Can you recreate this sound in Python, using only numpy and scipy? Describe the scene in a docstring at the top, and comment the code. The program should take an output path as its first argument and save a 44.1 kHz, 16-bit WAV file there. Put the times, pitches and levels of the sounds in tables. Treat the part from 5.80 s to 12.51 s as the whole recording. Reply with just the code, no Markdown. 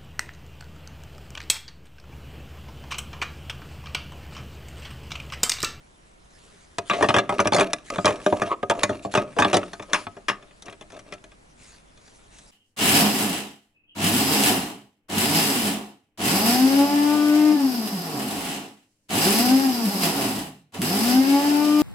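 """A toy knocks and chatters on the walls and bricks of a hollow plastic playhouse; each blow excites decaying modes.
It scrapes, rattles and briefly squeaks by stick-slip friction, then gives a series of mostly fainter taps.
Fine hiss swells as dense grains of noise: plastic rubbing, treble tails of knocks, perhaps cloth.
A quiet living room answers with a diffuse, decaying tail over low rumble and faint hiss."""
import sys
import numpy as np
from scipy import signal
from scipy.fft import rfft, irfft
from scipy.io import wavfile
from scipy.ndimage import uniform_filter1d

SR = 44100
rng = np.random.default_rng(int(sys.argv[2]) if len(sys.argv) > 2 else 0)


def int16_out(signal):
    """Quantize to a 16-bit WAV file."""
    q = np.round(np.clip(np.atleast_2d(signal).T, -1, 1) * 32767)
    wavfile.write(sys.argv[1], SR, q.astype(np.int16))


N = 295911
TIME = np.arange(N) / SR

# hard knocks on the house: t/s, level/dB, hardness/(dB per octave), extra clack of the thin walls/dB,
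# ring time near 1 kHz/s
HARD_KNOCKS = [(0.9833, -25.5, 2.5, -2.5, 0.043), (1.0975, -27.5, 1.5, 7.5, 0.058),
               (1.108, -31.5, -2, 14.5, 0.1), (1.1325, -29.5, -1, 4.5, 0.17),
               (1.208, -23, -4.5, -1.5, 0.083), (1.224, -18.5, -1, 2, 0.11), (1.2422, -25.5, -3.5, 3, 0.11),
               (1.2863, -19.5, 0, 1, 0.12), (1.303, -23, -5, 5, 0.039), (1.3408, -21.5, 0.5, 4, 0.1),
               (1.3632, -19.5, -0.5, 2.5, 0.094), (1.3838, -24, 1.5, 7, 0.08), (1.492, -24, -1.5, 1.5, 0.1),
               (1.5231, -27.5, -4.5, -1.5, 0.053), (1.5913, -26.5, -6.5, 13.5, 0.038),
               (1.6002, -17, 1, -2, 0.083), (1.6541, -22.5, -4, -0.5, 0.067),
               (1.6721, -21.5, 3, -0.5, 0.045), (1.7209, -22, -1.5, 0, 0.067),
               (1.7323, -22, 3.5, -3.5, 0.046), (1.7451, -16, 1, -8.5, 0.068),
               (1.7627, -22.5, 1.5, -2, 0.092), (1.783, -19, -1.5, -2.5, 0.13),
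               (1.7963, -21.5, 2, -1, 0.048), (1.8069, -18.5, 0.5, 3, 0.1), (1.9322, -23, 4.5, -1, 0.035),
               (2.1014, -30, 2, 0.5, 0.026), (2.158, -30.5, -0.5, -1, 0.06), (2.1831, -25, -5.5, 3, 0.044),
               (2.2452, -19.5, -2.5, -1.5, 0.049), (2.2553, -17, 3.0, -6, 0.065),
               (2.264, -28, -4, 11.5, 0.1), (2.2771, -21, -1, 0.5, 0.15), (2.3055, -24.5, -2, -5, 0.035),
               (2.4618, -16, -2.5, -3, 0.063), (2.524, -21, -7, -3, 0.053), (2.6173, -21.5, -1.5, 1, 0.098),
               (2.8288, -25.5, -5, -0.5, 0.04), (2.8977, -18.5, 1.0, -2.5, 0.063),
               (2.9085, -22, -0.5, -0.5, 0.06), (3.0325, -18, 3.0, -0.5, 0.067),
               (3.0927, -22, -4, -9, 0.13), (3.2487, -28.5, -4, -8, 0.087), (3.3389, -24, 0.5, -1, 0.023),
               (3.3498, -18, -1, 0, 0.12), (3.3725, -19, -1, -1, 0.09), (3.564, -29, -4.5, -8, 0.17),
               (3.5859, -19.5, -1, 1, 0.13), (3.5985, -20.5, 1, -19, 0.078), (3.621, -23.5, 1, 7.5, 0.092),
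               (3.6463, -19.5, -1.5, 4, 0.065), (3.73, -18.5, 0.5, -2, 0.077), (3.7413, -16, 1, -6.5, 0.13),
               (3.7677, -18.5, 2, -4.5, 0.049), (3.8299, -39.5, -2, 8.5, 0.032),
               (3.9318, -37.5, 2.5, -1, 0.078), (3.9954, -36, -2.0, 2, 0.059),
               (4.0228, -43.5, 2.5, 0.5, 0.084), (4.132, -24, 5.5, 3, 0.043), (4.1415, -31, 4.5, 7.5, 0.13),
               (4.2673, -36, -2, 4.5, 0.05), (4.3657, -43.5, -2.5, -2.5, 0.12),
               (4.4829, -30.5, 3.5, 7.5, 0.15), (4.4964, -32.5, -2, 10, 0.021), (4.5141, -39, -4, 3, 0.023)]
# ordinary knock in thump, hollow, knock, clack and snap bands: level/dB re the knock
KNOCK_BAND_DB = [-2, 3.2, 2.86, -1.5, -8.5]
# share of the extra clack in the same five bands: share/1
CLACK_BAND_SHARE = [0.14, 0.084, 0.98, 1, 0]
SOFT_CONTACT_HZ = 563  # below this, hardness tilts the spectrum no further


def knocks():
    """Impact excitation: a hard corner rings brighter, and a blow mid-wall clacks more."""
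    s, db, hardness, clack_db, ring_s = np.transpose(HARD_KNOCKS)
    edges = np.array(BAND_LIMITS_HZ)
    centres = np.sqrt(edges[:-1] * edges[1:])
    octave = np.log2(np.maximum(centres, SOFT_CONTACT_HZ) / 1000)
    hardness_db = np.outer(hardness, octave)
    band_db = db[:, None] + KNOCK_BAND_DB + hardness_db + np.outer(clack_db, CLACK_BAND_SHARE)
    return strike(s, band_db, blows(ring_s))


# limits of the thump, hollow, knock, clack and snap bands: f/Hz
BAND_LIMITS_HZ = [80, 450, 900, 1500, 3800, 11000]


def strike(times, band_db, rings, size=256):
    """Contact hardness: each blow's spectrum is set by the loudest moment of its ring in five bands."""
    shaped = 0
    for k in range(len(BAND_LIMITS_HZ) - 1):
        part = band(rings, BAND_LIMITS_HZ[k], BAND_LIMITS_HZ[k + 1])
        loudest = np.sqrt(uniform_filter1d(part[0] ** 2, size).max(axis=1))  # short-time rms of mid
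        shaped = shaped + part * (undb(band_db[:, k]) / loudest)[:, None]
    out = np.zeros((2, N + rings.shape[-1]))
    for k, s in enumerate(times):
        start = int(s * SR)
        out[:, start:start + rings.shape[-1]] += shaped[:, k]
    return out[:, :N]


# main modes of the house and its air: f/Hz, relative level/dB, free decay time t60/s
HOUSE_MODES = [(104.1, -15.5, 0.2), (194, -12, 0.2), (308.8, -6.5, 0.14), (381.8, -10, 0.14),
               (600.3, 5.5, .14), (686.5, 0, 0.15), (814, -19, 0.1), (1023, -2.5, 0.063), (1157, 12, 0.065),
               (1258.6, 1, 0.17), (1646, 0.5, 0.075), (2008, -12.5, 0.15), (2416, 4, 0.071),
               (2726, -30, .05), (3460, 1, 0.057), (4560, -19.5, 0.0295), (5930, -3.5, 0.036),
               (6520, -8, 0.059), (7200, -13, 0.053), (7820, -13, 0.049)]
# spectrum of the countless small overlapping modes of the walls: f/Hz, relative level/dB
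PANEL_SPECTRUM = [(80, -8.5), (250, -3.5), (600, 1.5), (1200, -4), (2000, 0), (3400, -4), (4600, -12),
                  (6000, -9), (8000, -17), (11000, -17)]


def blows(ring_s, panels_db=13, ripple_db=6, ripple_hz=230, damping=0.17, spread_db=5, detune=0.024,
          rise_s=0.0005, side_db=-8, free_ring_s=0.065, size=12288):
    """Modal superposition: one ring per blow, as (mid or side, blow, sample), with modes set by contact point."""
    t, count = np.arange(size) / SR, len(ring_s)
    ring_s = np.maximum(ring_s, 0.008)[:, None]
    noise = colour(rng.standard_normal((count, 2, size)), PANEL_SPECTRUM).swapaxes(0, 1)
    contact_gain = undb(ripple_db * ripple((count,), ripple_hz, size))
    noise = unit(irfft(rfft(noise) * contact_gain))
    # plastic loses its high modes first
    panels = sum(b * fade(t, ring_s * (hz / 1000) ** -damping) for hz, b in octaves(noise))
    out = undb(panels_db) * panels
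    out[1] *= undb(side_db)
    # a toy that stays pressed on the wall also shortens the main modes
    damped_t = (t * np.maximum(free_ring_s / ring_s, 1)).astype(np.float32)
    for hz, db, t60 in HOUSE_MODES:
        weight, shift, sign = rng.standard_normal((count, 3)).T[:, :, None]
        swing = np.sin((2 * np.pi * hz * (1 + detune * shift) * t).astype(np.float32))
        gain = np.sign(sign) * undb(db + spread_db * np.minimum(weight, 1))
        out[0] += gain * swing * fade(damped_t, t60)
    return out * (1 - np.exp(-t / rise_s))


# light taps: t/s, peak level/dB, snap level/dB re peak
LIGHT_TAPS = [(4.623, -37.5, -22), (4.706, -40, -30), (4.82, -37.5, -3.5), (4.855, -40, -6.5),
              (4.88, -25.5, -28), (4.901, -45, -7), (4.923, -33.5, -18.5), (5.008, -30, -15.5),
              (5.02, -33.5, -21), (5.1, -35.5, -18), (5.118, -37, -10.5), (5.141, -41, -15),
              (5.164, -35, -15), (5.189, -33, -14), (5.263, -48, -21), (5.321, -22, -19.5),
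              (5.334, -31, -12.5), (5.438, -33, -16.5), (5.515, -38, -21), (6.172, -44, -11.5),
              (6.275, -46.5, -7), (6.583, -42.5, -5.5)]
# tap in thump, hollow, knock and clack bands: level/dB re peak
TAP_BAND_DB = [-16.5, -13, -14.5, -13]


def taps(ring_s=0.061, delay_s=0.002):
    """Light impact excitation, each tap starting a short fixed delay after its listed time."""
    s, peak_db, snap_db = np.transpose(LIGHT_TAPS)
    tap_band_db = np.column_stack([np.tile(TAP_BAND_DB, (len(s), 1)), snap_db])
    return strike(s + delay_s, peak_db[:, None] + tap_band_db, blows(np.full(len(s), ring_s)))


# grit of plastic on plastic: f/Hz, relative level/dB
GRIT_SPECTRUM = [(80, -16), (300, 9.5), (700, 11.5), (1300, -5), (2500, -3), (4500, -22), (7000, -14),
                 (11000, -40.5)]


def scrape(grit_db=4, shift_db=4, size=8192):
    """Stick-slip friction: sliding sends a stream of slips into the larger modes of the house."""
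    t = np.arange(size) / SR
    force = slips(per_second=900, scatter_db=3)
    # sliding contact halves the decay times
    modes = sum(undb(db) * np.sin(2 * np.pi * hz * t) * fade(t, t60 / 2)
                for hz, db, t60 in HOUSE_MODES if hz < 2200)
    ring = signal.oaconvolve(force, modes)[:N]
    # every slip is smeared for a few milliseconds by the thin walls
    smear = rng.standard_normal(size) * fade(t, t60=0.019)
    grit = colour(signal.oaconvolve(force, smear)[:N], GRIT_SPECTRUM)
    return travel(unit(ring) + undb(grit_db) * unit(grit), shift_db, spacing_hz=169.3) * sliding()


def rattle(rattle_db=-7, ring_s=0.024, shift_db=4, size=4096):
    """Random impact noise: loose bricks tick irregularly while the toy slides past them."""
    tick = colour(rng.standard_normal(size), PANEL_SPECTRUM) * fade(np.arange(size) / SR, ring_s)
    ticks = signal.oaconvolve(slips(per_second=140, scatter_db=3), tick)[:N]
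    return travel(ticks, shift_db, spacing_hz=399, size=1024) * undb(rattle_db) * sliding()


# deliberate pushes of the toy along the plastic: start t/s, length/s, level/dB
TOY_PUSHES = [(1.12, 0.2, -33), (1.52, 0.16, -33), (2.11, 0.075, -34.5), (2.31, 0.14, -39.5),
              (2.55, 0.16, -32.5), (2.94, 0.12, -29.5), (3.11, 0.078, -58), (3.37, 0.081, -30),
              (3.66, 0.087, -31), (4.08, 0.16, -38), (4.84, 0.12, -46), (5.11, 0.11, -47.5),
              (5.24, 0.17, -48.5)]
PUSH_ATTACK = 0.32  # share of a push spent swelling


def sliding():
    """Power addition: skids and pushes combine into the strength of the sliding contact."""
    return np.hypot(skid(), swells(TOY_PUSHES, PUSH_ATTACK))


# SKID_DB is re the knock at the usual ring; the rise is a time constant, the decay a t60
SKID_DB, SKID_RISE_S, SKID_T60_S = -17.5, 0.02, 0.49
USUAL_RING_S = 0.089  # a toy that lands dead rings shorter than this and skids less


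def skid():
    """Frictional damping: every knock sets the toy sliding, and friction stops it."""
    t, power = np.arange(SR) / SR, np.zeros(N + SR)
    glide = (1 - np.exp(-t / SKID_RISE_S)) * fade(t, SKID_T60_S)
    for s, db, _, _, ring_s in HARD_KNOCKS:
        start = int(s * SR)
        power[start:start + SR] += (undb(db + SKID_DB) * ring_s / USUAL_RING_S * glide) ** 2
    return np.sqrt(power[:N])


# the sliding edge catches and squeaks: t/s, level/dB
SQUEAK_LEVEL = [(2.69, -42), (2.709, -29.5), (2.716, -20), (2.726, -23), (2.728, -16.5), (2.741, -31),
                (2.754, -51), (2.78, -74)]
# the wall's response to the squeak: f/Hz, relative level/dB
SQUEAK_SPECTRUM = [(150, -22), (350, -2.5), (870, -9), (1000, 3), (1270, 5.5), (1380, -25), (2400, -13),
                   (2600, -20), (3900, -30), (8000, -55)]


def squeak():
    """Resonant stick-slip: a quick run of slips rings narrow ranges of the wall in a short, rough squeak."""
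    s, db = np.transpose(SQUEAK_LEVEL)
    tone = unit(colour(slips(per_second=5500, scatter_db=0), SQUEAK_SPECTRUM))
    return tone * np.interp(TIME, s, undb(db), left=0, right=0)


# swells of fine hiss (plastic rubbing, treble tails of knocks, perhaps cloth): start t/s, length/s, level/dB
HISS_SWELLS = [(0.48, 0.59, -56.5), (1.05, 0.37, -44), (1.5, 0.14, -51.5), (2.04, 0.14, -48),
               (2.13, 0.29, -46), (2.39, 0.26, -46), (2.68, 0.068, -49.5), (2.92, 0.32, -50.5),
               (3.22, 0.062, -47.5), (3.31, 0.068, -41), (3.45, 0.98, -55), (4.12, 0.15, -42),
               (5.77, 0.26, -51), (6.19, 0.37, -58.5), (6.49, 0.3, -54)]
# spectrum of the fine hiss: f/Hz, relative level/dB
HISS_SPECTRUM = [(300, 2), (900, -3), (2000, -0.5), (3700, 0), (5200, -3), (7000, -1.5), (11000, -8)]
HISS_ATTACK = 0.23  # share of a hiss swell spent rising
HISS_FLOOR_DB = -64  # the fine hiss never quite stops


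def fine_hiss(side_db=-5, shift_db=4):
    """Dense impulse noise: countless fine grains merge to a swelling hiss whose colour keeps shifting."""
    grains = np.array([slips(per_second=9000, scatter_db=-2.5) for _ in range(2)])
    hiss = travel(colour(grains, HISS_SPECTRUM), shift_db, spacing_hz=440)
    envelope = np.hypot(swells(HISS_SWELLS, HISS_ATTACK), undb(HISS_FLOOR_DB))
    return hiss * undb([[0], [side_db]]) * envelope


def slips(per_second, scatter_db):
    """Random impulse process: tiny releases of unequal size, at rms 1."""
    releases = rng.random(N) < per_second / SR
    return unit(releases * rng.standard_normal(N) * undb(scatter_db * rng.standard_normal(N)))


def swells(rows, attack, fullness=0.84):
    """Amplitude envelope: each (start, length, level) row swells smoothly and dies away."""
    attack = np.clip(attack, 0.05, 0.95)
    power = 0
    for start, length, db in rows:
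        rise_and_fall = np.interp(TIME, start + length * np.array([0, attack, 1]), [0, 1, 0])
        power = power + (undb(db) * np.sin(np.pi / 2 * rise_and_fall) ** fullness) ** 2
    return np.sqrt(power)


def ripple(shape, spacing_hz, length):
    """Modal coupling: random peaks and dips along frequency, as one contact point favours or misses modes."""
    place = np.fft.rfftfreq(length, 1 / SR) / spacing_hz
    knots, index = rng.standard_normal((*shape, 1024)), place.astype(int) % 1023
    return knots[..., index] * (1 - place % 1) + knots[..., index + 1] * (place % 1)


def travel(x, depth_db, spacing_hz, size=4096):
    """Time-varying coupling: peaks and dips keep shifting, as when a sliding contact moves from place to place."""
    frames = signal.stft(x, nperseg=size)[2]
    shifts = ripple(frames.shape[-1:], spacing_hz, size).T
    moved = signal.istft(frames * undb(depth_db * shifts), nperseg=size)[1]
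    return unit(moved[..., :N])


# reverberation time of the room: f/Hz, t60/s
ROOM_DECAY = [(100, 0.69), (400, 0.3), (1300, 0.35), (4000, 0.55), (10000, 0.1)]


def room(x, wet_db=-13, side_db=-5, build_s=0.0027, size=32768):
    """Diffuse reverberation: furniture and walls return a short, dull tail, as mid and side."""
    t = np.arange(size) / SR
    # f/Hz, relative level/dB
    spectrum = [(60, -20), (120, -2.5), (300, 6.0), (1200, -7), (3500, -14.0), (6000, -12.0), (11000, -4)]
    noise = colour(rng.standard_normal((2, size)), spectrum)
    tail = sum(b * fade(t, at(ROOM_DECAY, hz)) for hz, b in octaves(noise))
    tail = tail * (1 - np.exp(-(t / build_s) ** 2))
    tail *= undb([[wet_db], [wet_db + side_db]]) / np.sqrt(np.sum(fade(t, at(ROOM_DECAY, 1000)) ** 2))
    return signal.fftconvolve(x[None], tail, axes=1)[:, :N]


# still room: f/Hz, relative density/(dB per Hz)
AIR_SPECTRUM = [(20, -3.5), (45, 1.5), (80, -8.5), (160, -8), (350, -14.5), (700, -17.5), (1500, -24),
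                (4000, -32.5), (11000, -34.5)]
AIR_DB = -56.5


def air():
    """Stationary background noise: low room rumble, alike on both sides, under a wider faint hiss."""
    mid, side = unit(colour(rng.standard_normal((2, N)), AIR_SPECTRUM))
    wide = colour(side, [(40, -18), (300, 4.0), (2000, 9.5), (8000, -1)])
    return undb(AIR_DB) * np.array([mid, wide])


def undb(db):
    """Logarithmic level: decibels to amplitude gain."""
    return 10 ** (np.asarray(db) / 20)


def unit(x):
    """Effective value: scale to rms 1."""
    return x / np.sqrt(np.mean(x ** 2))


def curve(rows):
    """Linear interpolation: join (t/s, value) rows by straight lines."""
    return np.interp(TIME, *np.transpose(rows))


def at(rows, hz):
    """Logarithmic pitch scale: read (f/Hz, value) rows on a log-frequency axis."""
    f, v = np.transpose(rows)
    return np.interp(np.log(np.maximum(hz, 1)), np.log(f), v)


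def colour(x, rows):
    """Spectral shaping: weight a sound by (f/Hz, level/dB) rows."""
    gain = undb(at(rows, np.fft.rfftfreq(x.shape[-1], 1 / SR)))
    return irfft(rfft(x) * gain, x.shape[-1])


def band(x, lo, hi, order=3):
    """Causal filtering: Butterworth band-pass."""
    sos = signal.butter(order, [lo, min(hi, SR / 2 - 1)], "band", fs=SR, output="sos")
    return signal.sosfilt(sos, x)


def fade(t, t60):
    """Exponential decay: 60 dB in t60 seconds."""
    return np.exp(-np.log(1000) * t / t60)


def octaves(x):
    """Octave analysis: overlapping bands that sum to the sound, as (f/Hz, band) pairs."""
    centres = 100 * 2. ** np.arange(8)
    place = np.log(np.maximum(np.fft.rfftfreq(x.shape[-1], 1 / SR), 1))
    spectrum = rfft(x)
    pairs = []
    for hz, w in zip(centres, np.eye(len(centres))):
        weight = np.interp(place, np.log(centres), w)
        pairs.append((hz, irfft(spectrum * weight, x.shape[-1])))
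    return pairs


# where the handling is: t/s, left minus right level/dB
HANDLING_PLACE = [(0, -4), (1.1, 1.4), (2.2, 0.5), (3.7, 1), (4.15, 2.5), (4.6, 3), (5.4, 2.5), (5.9, 1),
                  (6.7, 0.5)]
# the right microphone port hears the house a little sooner: f/Hz, phase lead/rad
RIGHT_PORT_LEAD = [(150, 0), (400, 0.09), (780, 0.92), (1500, 0.67), (2500, 0.85), (6500, 0.72),
                   (11000, 0.69)]


def scene(room_bass_side_db=-5):
    """Superposition and stereo imaging: sources, room tail and air go from mid and side to left and right."""
    near = knocks() + taps() + fine_hiss()
    near[0] += scrape() + rattle() + squeak()
    tail = room(near[0])
    # long waves reach both ports alike
    for sound in (near, tail):
        sound[1] = colour(sound[1], [(200, room_bass_side_db), (1500, 0.022)])
    to_ears = np.array([[1, 0.69], [1, -0.68]])
    sides = np.array([[1], [-1]]) / 2  # half of each difference goes to each side
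    lead = np.exp(-1j * sides * at(RIGHT_PORT_LEAD, np.fft.rfftfreq(N, 1 / SR)))
    direct = irfft(rfft(to_ears @ near) * lead, N) * undb(sides * curve(HANDLING_PLACE))
    return direct + to_ears @ (tail + air())


TOP_HZ = 11150


def record(dry):
    """Band limitation: a zero-phase elliptic low-pass cuts the top steeply."""
    return signal.sosfiltfilt(signal.ellip(8, .1, 45, TOP_HZ, fs=SR, output="sos"), dry)


dry = scene()
out = record(dry)
int16_out(out)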